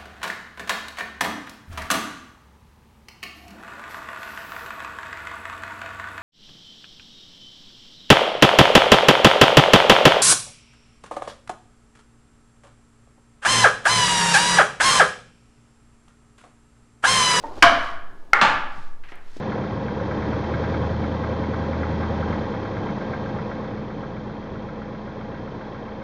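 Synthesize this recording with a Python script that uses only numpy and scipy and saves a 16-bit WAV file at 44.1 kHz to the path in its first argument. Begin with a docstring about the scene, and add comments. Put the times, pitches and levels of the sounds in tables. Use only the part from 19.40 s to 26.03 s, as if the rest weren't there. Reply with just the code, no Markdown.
"""A four-cylinder engine heard inside a light aircraft taxiing on skis: it picks up, holds, then eases off.
Tones at multiples of the firing rate boom; partly repeating noise clatters in the panels beside a steady hum.
Every engine cycle brings a knock of noise and ringing modes, with a softer answer, and four light valve ticks.
Underneath, shaped noise makes the skis rumble and hiss; short decaying tones and one noise thud are the bumps."""
import sys
import numpy as np
from scipy import signal
from scipy.fft import rfft, irfft
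from scipy.io import wavfile
from scipy.ndimage import uniform_filter1d

SR = 44100
rng = np.random.default_rng(int(sys.argv[2]) if len(sys.argv) > 2 else 0)


def bounce(signal):
    """Save signal as a 16-bit WAV file at the path given by the first command-line argument."""
    frames = np.transpose(np.atleast_2d(signal))
    limited = np.clip(frames, -1, 1)
    pcm = np.round(limited * 32767).astype(np.int16)
    wavfile.write(sys.argv[1], SR, pcm)


N = 292383
TIME = np.arange(N) / SR  # s
BINS = np.fft.rfftfreq(N, 1 / SR)  # Hz

# Engine speed: time_s, firings_per_s
FIRING_RATE = [(0, 33.66), (.35, 32.66), (.9, 37.33), (1.3, 40.2), (2, 40.34), (2.85, 40.5), (3.15, 35.84),
               (3.6, 32.21), (4.4, 30.61), (5.5, 30.72), (6.63, 29.1)]
# How hard the aircraft works: time_s, engine_db, rumble_db (before the trim in skis)
EFFORT_CURVE = [(0.0, -29.5, -33.5), (0.45, -31, -32), (0.85, -28.5, -30.5), (1.3, -28, -28.5),
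                (1.8, -29.5, -31.0), (2.4, -29, -31), (3.0, -28.5, -30), (3.15, -30.5, -35.5),
                (3.55, -30.5, -32), (4.1, -32, -35), (4.35, -34, -36), (5.0, -35.5, -39),
                (5.6, -35.5, -39.5), (6.2, -35.0, -40.5), (6.63, -35.5, -42)]
# Lowest engine tones: firing_multiple, rms_in_resonance_db, resonance_hz, width_hz, rms_far_off_db,
# far_off_lift_db (for each firing per second gained each second)
BOOM_TONES = [(1, -47.5, 34, 12, -55.5, -2), (2, -30.5, 81, 10, -52.5, 1.2), (3, -38.5, 106, 10, -56, 2.4)]
# Engine orders that stand out: cycle_rate_multiple, lift_db
STRONG_ORDERS = [(10, 4.5), (11, 4.5), (15, 1), (16, 5.5), (20, 3.5), (21, 3.5), (24, 4.5)]
# Relative spectrum of engine vibration in the panels: frequency_hz, level_db_per_hz
CLATTER_SPECTRUM = [(130, -30.5), (230, 0.5), (290, -0.5), (370, -2), (470, 1), (560, -2.5), (610, -9),
                    (720, -6.5), (1080, -8), (1170, -15.5), (1700, -14.5), (2200, -21), (2700, -24.5),
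                    (4000, -59.5)]
# Relative spectrum of the airframe rumble: frequency_hz, level_db_per_hz
RUMBLE_SPECTRUM = [(20, -29.5), (45, -15), (70, -8.5), (105, -2), (165, -1), (200, -1.5), (300, -35),
                   (600, -62.5)]
# Relative spectrum of snow and air: frequency_hz, level_db_per_hz
HISS_SPECTRUM = [(1200, -22), (2400, -10), (3500, 5), (3900, 3), (4200, 4), (4500, 0), (5600, -4.5),
                 (5950, -7.5), (6250, -7), (6450, -11), (6900, -14.5), (7400, -36)]
# Relative spectrum of the valve ticks: frequency_hz, level_db_per_hz
TICK_SPECTRUM = [(2300, -18.5), (2950, -2), (3180, 0), (3450, -2.5), (3750, -13.5), (4600, -33)]
# Valve tick of each cylinder in firing order: place_in_cycle_firings, relative_level_db
VALVE_TICKS = [(.28, -6.5), (1.25, -4), (2.3, -4.5), (3.38, -4)]
# Relative spectrum of the knock's crack: frequency_hz, level_db_per_hz
KNOCK_SPECTRUM = [(200, -19.5), (500, -5), (900, -6.5), (1250, 5), (1600, 8.5), (1800, -5.5), (2200, 3),
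                  (2600, -22), (4000, -19.5), (7000, -44)]
# What rings at every knock: pitch_hz, level_against_knock_db, decay_s
KNOCK_RINGS = [(1060, -14.5, 0.012), (1356, -8, 0.0092), (1569, -13, 0.0079), (1937, -18.5, 0.0025)]
# Engine cycles in which the knock barely catches: time_s
SOFT_KNOCK_TIMES = [.36, 1.03, 1.44, 1.54, 1.73, 1.93, 2.23, 2.53, 2.73, 3.03]
# Bumps under the skis, each ringing a part of the airframe: start_s, level_db (before trim), pitch_hz
SKI_BUMPS = [(0.156, -21, 750), (0.245, -13, 413), (0.609, -8, 540), (0.777, -16, 305), (0.877, -6, 290),
             (1.394, -14, 533), (1.889, -11, 542), (2.085, -5, 260), (2.286, -7, 546), (2.429, -11.5, 230),
             (3.46, -15, 948), (4.563, -13, 290), (5.364, -17, 538), (5.756, -22, 420), (6.425, -17, 505)]
# Relative spectrum of the ridge thud: frequency_hz, level_db_per_hz
THUD_SPECTRUM = [(40, -12), (80, 4), (150, -3), (300, 3), (550, -2.5), (800, -20), (2000, -50)]
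# Panel resonances of the cabin: pitch_hz, width_hz, lift_db
PANEL_RESONANCES = [(112, 35, 4), (305.4, 54, 3.5), (532, 37, 5), (634, 30, 6.5), (822.4, 37, 5.5),
                    (959.6, 16, 6), (1076, 44, 4.5), (1187, 18, 7.5), (1296, 24, 3.5), (1593, 16, 6),
                    (1933, 30, 5), (3163, 43, 6)]

START_TURN = 0.04  # firings already elapsed at the start
FULL_EFFORT_DB = -29
KNOCK_RISE_S = 0.0006
NOTCH_HZ, EDGE_HZ = 2890, 7450


def amp(db):
    """Decibels to gain."""
    return 10 ** (np.asarray(db) / 20)


def unit(x):
    """Scales to rms 1."""
    return x / np.sqrt(np.mean(x ** 2) + 1e-20)


def curves(rows):
    """Each column of a timed table at every sample."""
    time_s, *columns = np.transpose(rows)
    return [np.interp(TIME, time_s, column) for column in columns]


def colour(x, points):
    """Shapes x with a spectrum drawn over log frequency, at rms 1."""
    hz, db = np.transpose(points)
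    gain_db = np.interp(np.log(BINS + 1), np.log(hz), db)
    return unit(irfft(rfft(x) * amp(gain_db), N))


def noise():
    """White noise."""
    return rng.standard_normal(N)


def wander(rate_hz):
    """Slow chance movement, rms 1: noise rolled off around rate_hz."""
    return unit(irfft(rfft(noise()) * np.exp(-(BINS / rate_hz) ** 2), N))


def sine(hz):
    """A steady sine from phase zero."""
    return np.sin(2 * np.pi * hz * TIME)


def blow(start_s, rise_s, decay_s):
    """Envelope of one impact: a quick rise, then dying away."""
    age = np.maximum(TIME - start_s, 0)
    return (1 - np.exp(-age / rise_s)) * np.exp(-age / decay_s)


def shaking(turns, locked, size=8192, count=600):
    """Vibration that partly repeats with every engine cycle of four firings, and is partly new."""
    orders = np.exp(2j * np.pi * rng.random(count))
    for order, lift_db in STRONG_ORDERS:
        orders[round(order)] *= amp(lift_db)
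    orders[[0, 4, 8, 12]] = 0  # no offset, and room for the boom's three tones
    cycle = irfft(orders, size)
    repeat = unit(np.interp(turns / 4 % 1, np.arange(size) / size, cycle, period=1))
    # the fresh part has the same power per Hz as the repeating part
    mean_cycle_hz = turns[-1] / 4 / TIME[-1]
    fresh = noise() * np.sqrt(SR / 2 / (count * mean_cycle_hz))
    share = np.clip(locked, 0, 1)
    return np.sqrt(share) * repeat + np.sqrt(1 - share) * fresh


def boom(turns, speed, waver_db=0.8):
    """Low firing-rate tones that swell near cabin resonances; away from them, speeding up shifts their level."""
    pull = uniform_filter1d(np.maximum(np.gradient(speed, TIME), 0), size=8000)
    out = 0
    for multiple, peak_db, hz, width_hz, far_db, pull_db in BOOM_TONES:
        multiple = round(multiple)
        near = np.exp(-((multiple * speed - hz) / width_hz) ** 2)
        level_db = near * peak_db + (1 - near) * (far_db + pull_db * pull)
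        level_db = level_db + waver_db * wander(12)
        out = out + amp(level_db) * np.sin(2 * np.pi * (multiple * turns + rng.random()))
    return np.sqrt(2) * out  # sine levels are rms


def clatter(turns, effort_db, level_db=-29, follow=1.21, throb_db=0.46, throb_place=0.46, flutter_db=0.72):
    """Engine vibration in the panels, throbbing with the firings and fluttering by chance."""
    throb = throb_db * np.cos(2 * np.pi * (turns - throb_place)) + flutter_db * wander(56)
    panels = colour(shaking(turns, locked=0.46), CLATTER_SPECTRUM)
    return amp(level_db + follow * effort_db) * unit(panels * amp(throb))


def drone(effort_db, hz=212.7, level_db=-36, follow=0.7, waver_db=2.5, sway_rad=0.4):
    """A hum centred on one pitch whatever the engine speed; it wavers, and grows with effort."""
    gain = amp(level_db + follow * effort_db + waver_db * wander(6))
    return gain * np.sqrt(2) * np.sin(2 * np.pi * hz * TIME + sway_rad * wander(16))


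def skis(turns, effort_db, rumble_db, rumble_trim_db=0.4, lurch_db=0.93, hiss_db=-51, hiss_follow=1.15,
         grain_db=0.3):
    """The airframe rumbles from engine and uneven snow; snow and air hiss."""
    rumble_gain = amp(rumble_db + rumble_trim_db + lurch_db * wander(7.3))
    rumble = rumble_gain * colour(shaking(turns, locked=0.58), RUMBLE_SPECTRUM)
    hiss_gain = amp(hiss_db + hiss_follow * effort_db + grain_db * wander(120))
    hiss = hiss_gain * colour(noise(), HISS_SPECTRUM)
    return rumble + hiss


def valves(turns, effort_db, level_db=-53, follow=1.0, width_firings=0.25):
    """A short bright tick from each cylinder in turn: noise gated by place in the cycle."""
    gate = 0
    for place, db in VALVE_TICKS:
        away = (turns - place + 2) % 4 - 2  # firings from the tick, wrapped round the cycle
        gate = gate + amp(db) * np.exp(-0.5 * (away / width_firings) ** 2)
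    return amp(level_db + follow * effort_db) * unit(gate * colour(noise(), TICK_SPECTRUM))


def knocks(turns, effort_db, level_db=-25, follow=1.4, scatter_db=1, soft_db=-11, crack_db=-7.0, decay_s=0.008,
           tail_db=-12, tail_decay_s=0.064, answer_db=-10):
    """Once every four firings a knock cracks and rings; a softer crack answers half a cycle later."""
    envelope, strikes = np.zeros(N), np.zeros(N)
    cycle = turns / 4
    soft_cycles = np.round(np.interp(SOFT_KNOCK_TIMES, TIME, cycle))
    for at in np.flatnonzero(np.diff(np.floor(cycle))):
        db = level_db + follow * effort_db[at] + scatter_db * rng.standard_normal()
        db += soft_db * (round(cycle[at]) in soft_cycles)
        crack = blow(TIME[at], KNOCK_RISE_S, decay_s)
        crack += amp(tail_db) * blow(TIME[at], KNOCK_RISE_S, tail_decay_s)
        answer_s = np.interp(cycle[at] + 0.5, cycle, TIME)
        answer = amp(answer_db) * blow(answer_s, KNOCK_RISE_S, decay_s)
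        envelope += amp(db + crack_db) * np.hypot(crack, answer)
        strikes[at] = amp(db)
    ring = sum(amp(db) * blow(0, KNOCK_RISE_S, fade_s) * sine(hz) for hz, db, fade_s in KNOCK_RINGS)
    return envelope * colour(noise(), KNOCK_SPECTRUM) + signal.fftconvolve(strikes, ring)[:N]


def bumps(trim_db=-6, rise_s=0.0029, decay_s=0.006, ridge_s=5.1, ridge_db=-32.0, ridge_rise_s=0.008,
          ridge_decay_s=0.09):
    """Short hollow knocks from the skis as decaying sines, and one longer noise thud at a ridge."""
    out = amp(ridge_db) * blow(ridge_s, ridge_rise_s, ridge_decay_s) * colour(noise(), THUD_SPECTRUM)
    for start_s, db, hz in SKI_BUMPS:
        tone = np.sin(2 * np.pi * hz * (TIME - start_s))
        out += amp(db + trim_db) * blow(start_s, rise_s, decay_s) * tone
    return out


def cabin(x, trim_db=-1.5):
    """Panel resonances colour the sound and ring on after each blow."""
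    rings = sum((amp(db) - 1) / (1 + 2j * (BINS - hz) / width_hz) for hz, width_hz, db in PANEL_RESONANCES)
    return amp(trim_db) * irfft(rfft(x) * (1 + rings), N)


def scene():
    """Engine and skis heard from the cabin; clatter, hum, ticks, knocks and hiss follow the effort."""
    speed = curves(FIRING_RATE)[0]
    engine_db, rumble_db = curves(EFFORT_CURVE)
    effort_db = engine_db - FULL_EFFORT_DB
    turns = START_TURN + np.cumsum(speed) / SR  # counted in firings
    engine = clatter(turns, effort_db) + valves(turns, effort_db) + knocks(turns, effort_db)
    ground = skis(turns, effort_db, rumble_db) + bumps()
    mix = cabin(engine + ground) + boom(turns, speed) + drone(effort_db)
    return mix[None]


def record(dry, notch_width_hz=110, low_cut_hz=25):
    """A small camera's tone: a steep bass cut, one narrow notch in the treble and a low band limit."""
    away_hz = BINS - NOTCH_HZ
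    bass_cut = 1 / np.sqrt(1 + (low_cut_hz / (BINS + 1)) ** 10)
    notch = away_hz / (away_hz - 1j * notch_width_hz)
    heard = irfft(rfft(dry) * bass_cut * notch, N)
    low_pass = signal.firwin(401, EDGE_HZ, window=("kaiser", 9), fs=SR)
    return signal.oaconvolve(heard, low_pass[None], "same")


dry = scene()
out = record(dry)
bounce(out)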